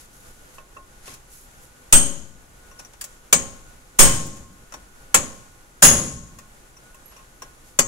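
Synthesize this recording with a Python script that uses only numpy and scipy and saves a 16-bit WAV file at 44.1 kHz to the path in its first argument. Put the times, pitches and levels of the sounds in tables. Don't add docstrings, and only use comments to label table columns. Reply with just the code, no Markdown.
import sys
import numpy as np
from scipy import signal
from scipy.fft import rfft, irfft, next_fast_len
from scipy.io import wavfile
from scipy.ndimage import uniform_filter1d

SR = 44100
rng = np.random.default_rng(int(sys.argv[2]) if len(sys.argv) > 2 else 0)


def put_to_file(sound):
    columns = np.atleast_2d(sound).T
    safe = np.clip(columns, -1, 1)
    whole_steps = np.round(safe * 32767)
    wavfile.write(sys.argv[1], SR, whole_steps.astype(np.int16))


N = 347463

# frequency_hz, density_db
FLOOR_SPECTRUM = [(15, 1.5), (28, -2), (45, -3.5), (100, -15), (250, -16), (600, -19.5), (1300, -20),
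                  (3000, -28), (5000, -32), (8000, -32), (12000, -38), (15500, -41)]
# centre_hz, width_hz, level_db
HUMS = [(126, 18, -66.5), (510.5, 11, -70), (824, 13, -70.5), (1460, 11, -62.5)]
# frequency_hz, correlation (-1 to 1)
LIKENESS = [(60, 0.92), (150, 0.88), (380, 0.54), (950, -0.19), (2380, -0.077), (5980, 0.18), (15000, 0.29)]
# start_s, length_s, level_db, tilt_db_per_octave
SLIDES = [(0.001, 0.046, -50, -.5), (0.138, 0.27, -56.5, 1.5), (0.553, .02, -55.5, 3),
          (1.07, 0.08, -42, -3.5), (1.329, .12, -50, 3.5), (1.502, 0.17, -60.5, -1),
          (1.634, .03, -53.5, 3.5), (7.123, 0.13, -52.5, -7), (7.678, 0.045, -56, .6)]
# frequency_hz, density_db
CLANG_SPECTRUM = [(30, 5), (150, 0.5), (500, -1), (1100, 2.5), (2500, -0.5), (4500, -4), (7500, 2.5),
                  (9500, -1), (12000, -8.5), (15500, -2)]
# frequency_hz, t60_s
STEEL_T60 = [(60, 0.74), (200, 0.95), (500, 0.18), (1200, 0.24), (3000, 0.23), (7000, 0.21), (11000, .15),
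             (15500, 0.16)]
# frequency_hz, t60_s
ROOM_T60 = [(60, 1.15), (200, .85), (600, 0.61), (2000, 0.55), (7000, 0.71), (15500, 0.4)]
# part (0 chisel lengthwise, 1 hammer, 2 joint, 3 knuckle, 4 arm, 5 chisel tip,
# 6 chisel bending, 7 strut, 8 bolts), pitch_hz, spread_hz of its close modes,
# level_db over its part, t60_s before damping, left_minus_right_db
RINGS = [(0, 8353, 20, -4, .36, 0), (0, 8389, 20, -4, .36, 0), (1, 8672, 26, -4, .26, 0),
         (2, 1073, 14, -3, .9, 0.1), (2, 1120, 70, -.5, .2, 0.1), (2, 1846, 50, -11, .4, 0.1),
         (2, 2650, 120, -2.5, .25, 0.1), (2, 585, 30, -7, .6, 0.1), (3, 6660, 80, -.1, .5, 3),
         (4, 545, 35, 1.5, .6, 0.1), (4, 245, 30, -.5, .6, 0.1), (4, 165, 20, -2, .65, 0.1),
         (5, 5780, 150, -.1, .3, 0.1), (5, 9120, 70, -13, .35, 0.1), (5, 14850, 90, -10, .2, 0.1),
         (6, 3080, 85, -2.5, .5, 0.1), (7, 7500, 190, -.1, .25, 3), (7, 7900, 60, -6, .3, 0.1),
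         (8, 10640, 160, -.1, .4, -3), (8, 11870, 60, -9, .3, -1), (8, 14300, 150, -5, .27, 0.1)]
# driver (rounds to 0 tools, 1 joint, 2 knuckle, 3 clang),
# level_db over the driver, change_db per doubling of ring-out up to 1
PARTS = [(0, -1, 1.3), (-0.5, 1, .1), (1, -2, 4.5), (2, 0.5, 3.4), (3, -15.5, 10), (2, -8.5, -1.1),
         (0.5, -12, -1), (1, 3.5, -1), (2, -5.5, 24)]
# start_s, click_db, tilt_db_per_octave, joint_ring_db, tip_ring_db
TAPS = [(0.5825, -35, -8, -40, -66), (0.7667, -27, -11.5, -37.5, -68), (1.078, -22, -15, -39.5, -53),
        (1.139, -46, 0, -58, -63), (2.7137, -50, -6, -48.5, -50), (2.7893, -44.5, -12, -53, -38),
        (2.794, -36, -4.5, -46, -55), (2.848, -47, -4.5, -57, -43), (2.934, -42, -5.5, -59, -56),
        (3.0108, -32, 0, -47, -40), (3.0401, -35.5, 1, -50, -50), (4.265, -43, 7, -70, -66),
        (4.366, -45, -3.5, -70, -66), (4.7223, -37, -5.5, -48, -44), (4.7385, -30, -6, -50, -38),
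        (6.3865, -44, -2.5, -42, -67), (6.768, -68, 1.5, -54, -47.5), (6.9448, -53, 3, -47, -62),
        (7.121, -55, -6, -50, -62), (7.165, -54, -3, -45, -50), (7.19, -55, -6, -51, -63),
        (7.4202, -33, -5.5, -42, -37)]
# start_s, pitch_hz, level_db, t60_s
PINGS = [(3.0108, 4750, -33, 0.076), (3.0408, 4660, -43, 0.06), (7.057, 11450, -49.5, 0.26)]
# middle_of_rise_s, clang_db, crack_db over it, rise_s, skid_s of the chisel,
# ring_out (decay factor), tools_ring_db, joint_ring_db, knuckle_ring_db,
# left_swing and right_swing (full scale, before the high-pass), left_lag_s
BLOWS = [(1.9255, -11.5, 11.5, 0.0019, 0.011, 1, -7, -39, -21, 0.71, .13, .001),
         (3.327, -9, 11, 0.0027, 0.0046, 0.55, -22, -28, -24, .03, -.06, .002),
         (3.989, -7.5, -3, 0.0077, 0.012, 1.39, -7, -22, -28, 0.4, 0.62, 0.037),
         (5.1432, -8.5, 1, 0.0014, 0.0051, 0.55, -25, -27, -27, 0.00073, -.075, .002),
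         (5.823, -6.5, 0, .006, 0.022, 1.316, -19, -23, -12, -.14, -.1, 0.01),
         (7.789, -10.5, -0.5, 0.0009, 0.0058, 0.42, -34, -31, -27, 0.064, 0.0033, .001)]
# centre_hz, width_hz, gain_db
PORTS = [(6770, 1600, 9.5), (10930, 1600, 12.5)]

HZ = np.fft.rfftfreq(512, 1 / SR)[:, None]
FLOOR_DB = -50
RUSTLE_LOW_HZ = 905
SLIDE_RISE_DB_PER_S, SLIDE_FADE_DB, SLIDE_STOP_DB_PER_S = 350, -6, 299.5
ROOM_TILT_DB = -2.5
CLICK_T60_FACTOR, HELD_T60_FACTOR = 0.4, 0.27
TILT_DB, THUD_DB, ROOM_DB, FREE_DB = (-0.83, 1.5), (-2.5, 6.5), (-7.5, 9.5), (4, -11)
RING_OUT_POWER = .25
SWING_S = .07
EDGE_HZ = 15773


def gain_of(db):
    return 10 ** (np.asarray(db) / 20)


def read(points, hz):
    table_hz, value = np.transpose(points)
    return np.interp(np.log(hz + 1), np.log(table_hz + 1), value)


def follow(rule, ring_out):
    return rule[0] + rule[1] * np.log2(ring_out)


def add(mix, s, sound):
    part = mix[:, round(s * SR):][:, :sound.shape[1]]
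    part += sound[:, :part.shape[1]]


def frame_times(count):
    return np.arange(count // 128 + 5) * 128 / SR


def likened(first, second, hz):
    same = np.clip(read(LIKENESS, hz), -1, 1)
    return np.array([first, same * first + np.sqrt(1 - same ** 2) * second])


def noise(magnitude, count):
    a, b, c, d = rng.standard_normal(magnitude.shape[::-1] + (4,)).T
    spectrum = likened(a + 1j * b, c + 1j * d, HZ) * magnitude
    return signal.istft(spectrum, nperseg=512, noverlap=384)[1][:, :count]


def tilted(db, tilt_db):
    gain = gain_of(db + tilt_db * np.log2((HZ + 300) / 4000))
    return gain / np.linalg.norm(gain, axis=0)


def workshop():
    size = next_fast_len(N)
    hz = np.fft.rfftfreq(size, 1 / SR)
    first, second = rfft(rng.standard_normal((2, size)))
    shape = gain_of(read(FLOOR_SPECTRUM, hz)) * (hz > 9)
    power = gain_of(2 * FLOOR_DB) * shape ** 2 / np.mean(shape ** 2)
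    for centre_hz, width_hz, db in HUMS:
        line = 1 / (1 + (2 * (hz - centre_hz) / width_hz) ** 4)
        power = power + gain_of(2 * db) * line / np.mean(line)
    steady = irfft(likened(first, second, hz) * np.sqrt(power), size)[:, :N]
    waver = uniform_filter1d(uniform_filter1d(rng.standard_normal(N), 3000), 3000)
    return steady * gain_of(waver / waver.std())


def rustle():
    t = frame_times(count=N)
    grain_db = 1.5 * rng.standard_normal(len(t))
    bass_cut_db = -10 * np.log10(1 + (RUSTLE_LOW_HZ / (HZ + 1)) ** 4)
    treble_cut_db = -10 * np.log10(1 + (HZ / 11000) ** 6)
    power = 0
    for s, length, db, tilt_db in SLIDES:
        swell_db = -SLIDE_RISE_DB_PER_S * np.maximum(s - t, 0)
        sag_db = SLIDE_FADE_DB * np.clip((t - s) / length, 0, 1)
        stop_db = -SLIDE_STOP_DB_PER_S * np.maximum(t - s - length, 0)
        level = gain_of(db + swell_db + sag_db + stop_db + grain_db)
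        power = power + (tilted(bass_cut_db + treble_cut_db, tilt_db) * level) ** 2
    return noise(np.sqrt(power), count=N)


def attack(rise, count):
    return np.clip(np.arange(count) / SR / abs(rise), 0, 1) ** 2


def clang(db, crack_db, rise, skid, tilt_db, thud_db, damping, room_db, count):
    t = frame_times(count=count)
    after = np.maximum(t - skid, 0)
    loud, long = rng.standard_normal((2, len(HZ), 1)) * np.minimum(HZ / 1500, 1)
    steel_t60 = damping * read(STEEL_T60, HZ) * np.exp(.13 * long)
    steel = gain_of(3.5 * loud - 60 * after / steel_t60)
    room_colour_db = 1.3 * loud + ROOM_TILT_DB * np.log2((HZ + 300) / 2000)
    room = gain_of(room_db + room_colour_db - 60 * after / read(ROOM_T60, HZ))
    thud = gain_of(thud_db / (1 + (HZ / 330) ** 4))
    colour = tilted(read(CLANG_SPECTRUM, HZ), tilt_db) * thud
    build = np.minimum((t + 0.0019) * HZ / 5.2, 1)
    body = noise(colour * build * np.hypot(steel, room), count=count)
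    crack = gain_of(crack_db * np.exp(-np.arange(count) / SR / 0.0053))
    return gain_of(db) * body * attack(rise, count=count) * crack


def ring(hz, spread_hz, db, t60, pan_db, count):
    t, step = np.arange(count) / SR, 8
    offsets, phases = spread_hz * rng.standard_normal((9, 1)), rng.uniform(0, 2 * np.pi, (2, 9))
    offsets[0] = 0
    phases[1] = phases[0] + hz / 1400 * rng.standard_normal(9)
    weights = np.r_[1 + 35 / abs(spread_hz), np.ones(8)]
    turning = np.exp(2j * np.pi * offsets * t[::step])
    beats = weights * np.exp(1j * phases) @ turning / np.linalg.norm(weights)
    side_db = np.array([[pan_db], [-pan_db]]) / 2
    slow = beats * gain_of(db - 60 * t[::step] / t60 + side_db)
    return (np.repeat(slow, step, 1)[:, :count] * np.exp(2j * np.pi * hz * t)).real


def rings(part_db, damping, count):
    return sum(ring(hz, spread_hz, db + part_db[part], t60 * damping, pan_db, count=count)
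               for part, hz, spread_hz, db, t60, pan_db in RINGS if part in part_db)


def taps():
    out, count = np.zeros((2, N)), SR // 6
    for s, db, tilt_db, joint_db, tip_db in TAPS:
        click = clang(db, crack_db=3.1, rise=0.00053, skid=0.0048, tilt_db=tilt_db, thud_db=-16.5,
                      damping=CLICK_T60_FACTOR, room_db=-13.5, count=count)
        ringing = rings({2: joint_db, 5: tip_db}, HELD_T60_FACTOR, count=count)
        add(out, s, click + ringing * attack(0.00077, count=count))
    for s, hz, db, t60 in PINGS:
        ping = ring(hz, spread_hz=92, db=db, t60=t60, pan_db=0, count=count)
        add(out, s, ping * attack(0.00091, count=count))
    return out


def hammer():
    out, count = np.zeros((2, N)), 2 * SR // 3
    for s, db, crack_db, rise, skid, ring_out, tools_db, joint_db, knuckle_db, *_ in BLOWS:
        tilt_db, thud_db = follow(TILT_DB, ring_out), follow(THUD_DB, ring_out)
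        room_db, free_db = follow(ROOM_DB, ring_out), follow(FREE_DB, ring_out)
        free = gain_of(free_db * np.exp(-np.arange(count) / SR / .016))
        drives = tools_db, joint_db, knuckle_db, db
        part_db = {part: drives[round(driver)] + follow(rule, min(ring_out, 1))
                   for part, (driver, *rule) in enumerate(PARTS)}
        ringing = rings(part_db, ring_out ** RING_OUT_POWER, count=count)
        ringing = ringing * attack(rise + .3 * skid, count=count) * free
        body = clang(db, crack_db, rise, skid, tilt_db, thud_db, ring_out, room_db, count=count)
        add(out, s - rise / 2, body + ringing)
    return out


def swings():
    out, u = np.zeros((2, N)), np.linspace(0, 1, round(SWING_S * SR))
    push = np.sin(np.pi * u ** .8)[None] ** 2
    for s, *_, left, right, left_lag in BLOWS:
        add(out[:1], s + abs(left_lag), left * push)
        add(out[1:], s, right * push)
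    return signal.lfilter(*signal.butter(N=1, Wn=1.6, btype="high", fs=SR), out)


def ports(x):
    lifted = [signal.lfilter(*signal.iirpeak(hz, hz / width_hz, SR), channel) * (gain_of(db) - 1)
              for channel, (hz, width_hz, db) in zip(x, PORTS)]
    return x + np.array(lifted)


def scene():
    return ports(workshop() + rustle() + taps() + hammer()) + swings()


def record(dry):
    clipped = np.clip(dry, -1, 1)
    low_pass = signal.firwin(511, EDGE_HZ, window=("kaiser", 7), fs=SR)
    limited = signal.oaconvolve(clipped, low_pass[None], "same")
    return np.clip(limited, -1, 1)


dry = scene()
out = record(dry)
put_to_file(out)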